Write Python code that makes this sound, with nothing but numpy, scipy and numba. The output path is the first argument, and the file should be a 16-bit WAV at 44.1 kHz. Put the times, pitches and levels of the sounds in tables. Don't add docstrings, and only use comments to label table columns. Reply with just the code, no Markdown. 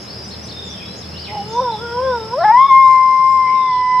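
import sys
import numpy as np
from scipy import signal
from scipy.fft import rfft, irfft
from scipy.io import wavfile
from scipy.ndimage import uniform_filter1d, minimum_filter1d
from numba import njit

SR = 44100
rng = np.random.default_rng(int(sys.argv[2]) if len(sys.argv) > 2 else 0)


def store_wav(level_fs):
    pcm = np.round(np.clip(np.atleast_2d(level_fs), -1, 1) * 32767)
    wavfile.write(sys.argv[1], SR, pcm.T.astype(np.int16))


N = 176400


def undb(db):
    return 10 ** (np.asarray(db) / 20)


def unit(x):
    return x / np.sqrt(np.mean(x ** 2))


def pan(db):
    gains = undb(np.array([db, -db]).reshape(2, -1) / 2)
    return gains / np.sqrt(np.mean(gains ** 2, axis=0))


def wander(rate):
    hz = np.arange(N // 2 + 1) * SR / N
    return unit(irfft(rfft(rng.standard_normal(N)) * np.exp(-(hz / rate) ** 2), N))


def noise_band(hz, width):
    phase = 2 * np.pi * hz * np.arange(N) / SR
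    return unit(wander(width * .85) * np.cos(phase) + wander(width * .85) * np.sin(phase))


def swell(t, start, length):
    return np.sin(np.pi * np.clip((t - start) / length, 0, 1))


def over_hz(points, hz):
    known_hz, values = np.array(points).T
    return np.interp(np.log(hz + 1), np.log(known_hz), values)


def tree_scatter(sound, fade_s, build_s):
    t = np.arange(SR) / SR
    tail = rng.standard_normal((2, SR)) * np.exp(-np.log(1000) * t / fade_s) * np.minimum(t / build_s, 1)
    tail /= np.sqrt(np.sum(tail ** 2, axis=1, keepdims=True))
    return signal.fftconvolve(sound[None], tail, axes=1)[:, :N]


def air(level_db=-35.5):
    # (frequency [Hz], relative level [dB])
    spectrum = [(20, -39.5), (45, -16), (70, -13), (100, -3), (170, 0), (280, -7), (420, -4), (700, -9),
                (1200, -13.5), (2200, -17.5), (4000, -20), (6300, -31), (8000, -31.5), (9300, -35.5),
                (10800, -34), (13000, -42), (15500, -48.5)]
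    # (frequency [Hz], likeness [0-1])
    likeness = [(60, 0.8), (130, 0.91), (290, 0.75), (640, 0.4), (1400, 0.03), (6000, 1), (9000, 0.4),
                (15000, 0.6)]
    hz = np.arange(N // 2 + 1) * SR / N
    colour, alike = undb(over_hz(spectrum, hz)), over_hz(likeness, hz)
    shared = irfft(rfft(rng.standard_normal(N)) * colour * np.sqrt(1 + alike), N)
    opposed = irfft(rfft(rng.standard_normal(N)) * colour * np.sqrt(1 - alike), N)
    return unit(np.array([shared + opposed, shared - opposed])) * undb(level_db)


def motor(t):
    # (pitch [Hz], width [Hz], starting level [dB])
    bands = [(79.8, 2.8, -40.5), (116.8, 12, -45.5), (195.3, 36, -44)]
    # (time [s], level change [dB])
    loudness = [(0, 0), (1.7, 3), (2.3, -3), (2.8, -7)]
    hum = sum(undb(db) * noise_band(hz, width) for hz, width, db in bands)
    return undb(np.interp(t, *np.array(loudness).T)) * hum


def insects(t, strokes_per_s=38.6, pitch_hz=5125, drift_hz=35, near_db=-40.3, flicker_db=.6):
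    # (pitch [Hz], width [Hz], level [dB])
    bands = [(5110, 300, -45.5), (5414, 280, -43), (4950, 340, -46.5)]
    strokes = (1 + np.sin(2 * np.pi * strokes_per_s * t)) * undb(flicker_db * wander(20))
    pitch = pitch_hz + drift_hz * np.array([wander(150), wander(150)])
    note = np.sin(2 * np.pi * np.cumsum(pitch, axis=1) / SR)
    chorus = sum(undb(db) * np.array([noise_band(hz, width), noise_band(hz, width)])
                 for hz, width, db in bands)
    return undb(near_db) * unit(strokes * note) + chorus


def whistles(t, notes, warble):
    song, waver = np.zeros(N), 1 + warble * wander(150)
    for start, length, first, middle, last, db in notes:
        on = (t >= start) & (t < start + length)
        u = (t[on] - start) / length
        hz = first * (1 - u) * (1 - 2 * u) + middle * 4 * u * (1 - u) + last * u * (2 * u - 1)
        loudness = undb(db) * np.sqrt(2) * np.abs(np.sin(np.pi * u)) ** .28
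        song[on] += loudness * np.sin(2 * np.pi * np.cumsum(hz * waver[on]) / SR)
    return song


def birds(t, arch_hz=258, echo_s=.016, echo_db=-8):
    # (start [s], length [s], first [Hz], middle [Hz], last [Hz], relative level [dB])
    near_notes = [(0, 0.065, 6200, 6550, 6440, -50.5), (0.064, 0.086, 3600, 4550, 4200, -42),
                  (0.1, 0.17, 5060, 4900, 4750, -39.5), (0.24, 0.032, 5900, 5970, 5920, -40.5),
                  (0.275, 0.03, 9300, 7500, 4650, -48.5), (0.305, 0.047, 3500, 4440, 3130, -37.5),
                  (0.427, 0.032, 5830, 6000, 6000, -39.5), (.453, 0.035, 9100, 7750, 4730, -51.5),
                  (0.48, 0.042, 3430, 4530, 3070, -37), (0.64, 0.063, 7000, 7030, 5100, -48),
                  (0.683, 0.05, 5200, 5800, 5960, -41.5), (0.857, 0.09, 3650, 4020, 4080, -43),
                  (0.94, 0.086, 4000, 6730, 3720, -46), (1.017, 0.038, 4450, 3560, 3380, -43.5),
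                  (1.158, 0.115, 3000, 4860, 2720, -37), (1.201, 0.34, 3008, 2946, 2905, -45),
                  (1.48, 0.21, 7000, 5900, 5240, -47.5), (1.715, 0.04, 4190, 3900, 3630, -38),
                  (2.008, 0.24, 3124, 3644, 3660, -44), (2.384, 0.081, 4530, 4080, 2660, -44),
                  (2.78, 0.12, 3150, 3660, 3920, -43)]
    far_notes = [(.51, 0.25, 3587, 3614, 3406, -39), (.72, 0.17, 3104, 3260, 3410, -43.5),
                 (.78, 0.055, 2690, 2525, 2170, -43.5), (1.119, 0.068, 2725, 2866, 3050, -43),
                 (1.24, 0.065, 4600, 2614, 1935, -37.5), (1.48, 0.33, 3570, 3574, 3340, -43.5),
                 (2.56, 0.15, 3007, 3552, 3280, -37.5), (2.86, .09, 2210, 2300, 2284, -40),
                 (3.45, 0.074, 2080, 2228, 2130, -34.5), (3.46, 0.13, 3160, 2780, 2490, -46),
                 (3.54, 0.23, 3830, 3525, 3410, -41), (3.69, 0.1, 4400, 4410, 4070, -45)]
    # (start [s], end [s], spacing [s], length [s], top pitch [Hz], fall [Hz/s], relative level [dB])
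    trills = [(1.045, 1.6, 0.066, .032, 4330, 0, -48), (1.765, 1.99, 0.049, .03, 3480, 1000, -44)]
    chirps = []
    for start, end, spacing, length, top, fall, db in trills:
        for onset in np.arange(start, end, spacing):
            hz = top - fall * (onset - start)
            chirps.append((onset, length, hz - arch_hz, hz, hz - arch_hz, db))
    near = whistles(t, near_notes + chirps, warble=.005)
    far = whistles(t, far_notes, warble=.018)
    direct = near * pan(db=8.5) + undb(-2.5) * far * pan(db=4)
    echo = undb(echo_db) * np.interp(t - echo_s, t, direct.mean(axis=0)) * pan(db=-7)
    near_tail = undb(-4) * tree_scatter(near, fade_s=.29, build_s=.0078)
    far_tail = undb(3) * tree_scatter(far, fade_s=.38, build_s=.0078)
    return direct + echo + near_tail + far_tail


def tree_line(t, voice, scatter_db=-25):
    # (delay [s], relative level [dB])
    bounces = [(0.082, -29), (0.216, -31)]
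    mono = voice.mean(axis=0)
    echoes = sum(undb(db) * np.interp(t - delay, t, mono) for delay, db in bounces)
    return echoes + undb(scatter_db) * tree_scatter(mono, fade_s=1, build_s=.6)


def voice_cracks(t):
    # (start [s], length [s], level of the in-between tones [dB], shake [share of pitch])
    cracks = [(1.255, .17, -41, .035), (1.585, 0.067, -39, .014), (2.39, .085, -27, .032),
              (2.44, 0.125, -28.5, 0.01), (2.661, 0.04, -52, 0.012)]
    shake, doubling = 0, 0
    for start, length, db, share in cracks:
        bump = swell(t, start, length) ** 2
        shake += share * bump
        doubling += undb(db) * bump
    return shake, doubling


def voice_stutter(t):
    # (start [s], length [s], rate [beats/s], depth [dB])
    stutter = (2.47, .29, 46, 1.6)
    start, length, rate, depth = stutter
    phase = 2 * np.pi * np.cumsum(rate * (1 + .15 * wander(20))) / SR
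    return depth * swell(t, start, length) * np.sin(phase)


def coyote(t, pure_above_hz=920, steady_jitter=.001, rasp_db=-53, dip_s=.005, dip_above_hz=600):
    # (time [s], pitch [Hz], relative levels of harmonics 1, 2 and 3 [dB])
    howl = [(1.27, 405, -48, -50, -60), (1.335, 420, -45, -26, -55), (1.405, 400, -42, -23, -56),
            (1.45, 418, -40, -41, -49), (1.545, 458, -28, -28, -43), (1.568, 482, -27, -16, -45),
            (1.6, 497, -23, -12, -44), (1.62, 531, -19, -25, -46), (1.675, 483, -27, -17, -37),
            (1.755, 426, -36, -26, -48), (1.78, 419, -37, -39, -47), (1.83, 476, -29, -37, -33),
            (1.91, 466, -31, -33, -32), (1.98, 492, -22, -20, -37), (2.045, 530, -17, -27, -33),
            (2.095, 518, -16, -22, -32), (2.148, 478, -25, -18, -28), (2.22, 441, -30, -33, -39),
            (2.302, 445, -36, -37, -39), (2.338, 495, -26, -17, -42), (2.37, 554, -19, -35, -55),
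            (2.395, 658, -14, -24, -48), (2.43, 700, -15, -26, -48), (2.445, 840, -8, -24, -45),
            (2.49, 854, -8, -25, -53), (2.513, 881, -1, -27, -45), (2.527, 939, -11, -26, -47),
            (2.54, 943, -3, -21, -54), (2.575, 1013, -3, -19, -44), (2.62, 1073, -2, -23, -40),
            (2.66, 1084, -5, -32, -41), (2.676, 1137, -17, -33, -40), (2.71, 1057, -2, -24, -45),
            (2.78, 1064, -1, -19, -45), (2.82, 1062, -3, -18, -52), (2.86, 1050, -1, -26, -53),
            (2.96, 1043, -4, -24, -52), (3.17, 1043, -7, -27, -56), (3.33, 1054, -6, -29, -57),
            (3.48, 1035, -10, -25, -51), (3.55, 1047, -8, -30, -58), (3.69, 1031, -12, -28, -59),
            (3.74, 1005, -11, -31, -46), (3.86, 1005, -12, -29, -47), (4.0, 1009, -8, -27, -45)]
    # (multiple of the pitch, level against harmonic 1 [dB])
    overtones = [(4, -48), (5, -57), (6, -51.5), (7, -55.5), (8, -61), (9, -67.5)]
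    # (multiple of the pitch, level against the crack [dB])
    half_tones = [(.5, -16.5), (1.5, 1.5), (2.5, -4)]
    # (time [s], depth [dB])
    dips = [(1.364, 12), (1.611, 12), (1.636, 10), (1.717, 17), (2.01, 9), (2.193, 17), (2.402, 6),
            (2.437, 7), (2.473, 5), (2.676, 9)]
    # (time [s], left minus right [dB])
    leans = [(1.3, 2), (1.6, 3), (1.75, 1.5), (2.06, 5), (2.25, 1.5), (2.52, 3), (2.6, 4.5), (2.68, 2.5),
             (2.93, 6), (3.62, 6), (3.75, -2.5), (4, -4.5)]
    times, *columns = np.array(howl).T
    hz, *levels = (uniform_filter1d(np.interp(t, times, column), size=300) for column in columns)
    low = np.clip((pure_above_hz - hz) / 200, 0, 1)
    shake, doubling = voice_cracks(t)
    stutter_db = voice_stutter(t)
    dip_db = sum(db * np.exp(-((t - when) / dip_s) ** 2) for when, db in dips)
    jitter = steady_jitter + .004 * low + shake
    pitch = hz * (1 + jitter * wander(130) + .0015 * wander(13))
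    phase = 2 * np.pi * np.cumsum(pitch) / SR
    flutter_db = .7 * low + .08
    harmonics = []
    for k, db in enumerate(levels, 1):
        level = db + stutter_db + k * flutter_db * wander(67) - dip_db * (k * hz > dip_above_hz)
        harmonics.append(undb(level) * np.sin(k * phase))
    first, second, third = harmonics
    second *= undb((2 - low) * wander(12))
    fourth = low * undb(levels[2] - 20 + 4 * wander(20)) * np.sin(4 * phase)
    upper = sum(undb(levels[0] + db + 4.4 * wander(6.1)) * np.sin(k * phase) for k, db in overtones)
    halves = sum(undb(db + 2 * wander(60)) * np.sin(k * phase) for k, db in half_tones)
    rasp = undb(rasp_db) * first * wander(640) * jitter / steady_jitter
    lean_db = np.interp(t, *np.array(leans).T)
    voice = (first + rasp) * pan(lean_db) + second * pan(-.64 * lean_db)
    voice += third + fourth + (1 - low) * upper + doubling * halves
    fade_in = np.clip((t - times[0]) / .015, 0, 1)
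    return voice * np.sqrt(2) * undb(-.5) * fade_in


def scene():
    t = np.arange(N) / SR
    voice = coyote(t)
    return voice + tree_line(t, voice) + birds(t) + insects(t) + air() + motor(t)


@njit
def follow_peaks(size, rise_s, fall_s):
    tracked, level = np.empty(len(size)), 0.
    for i in range(len(size)):
        level += (size[i] - level) / (SR * (rise_s if size[i] > level else fall_s))
        tracked[i] = level
    return tracked


def record(dry):
    nearby_peak = -minimum_filter1d(-np.abs(dry).max(axis=0), size=300)
    peak = follow_peaks(nearby_peak, rise_s=.001, fall_s=3)
    held = dry / np.maximum(peak, 1)
    treble_cut = signal.ellip(8, .2, 70, 15700, fs=SR, output="sos")
    return signal.sosfilt(treble_cut, held)


dry = scene()
out = record(dry)
store_wav(out)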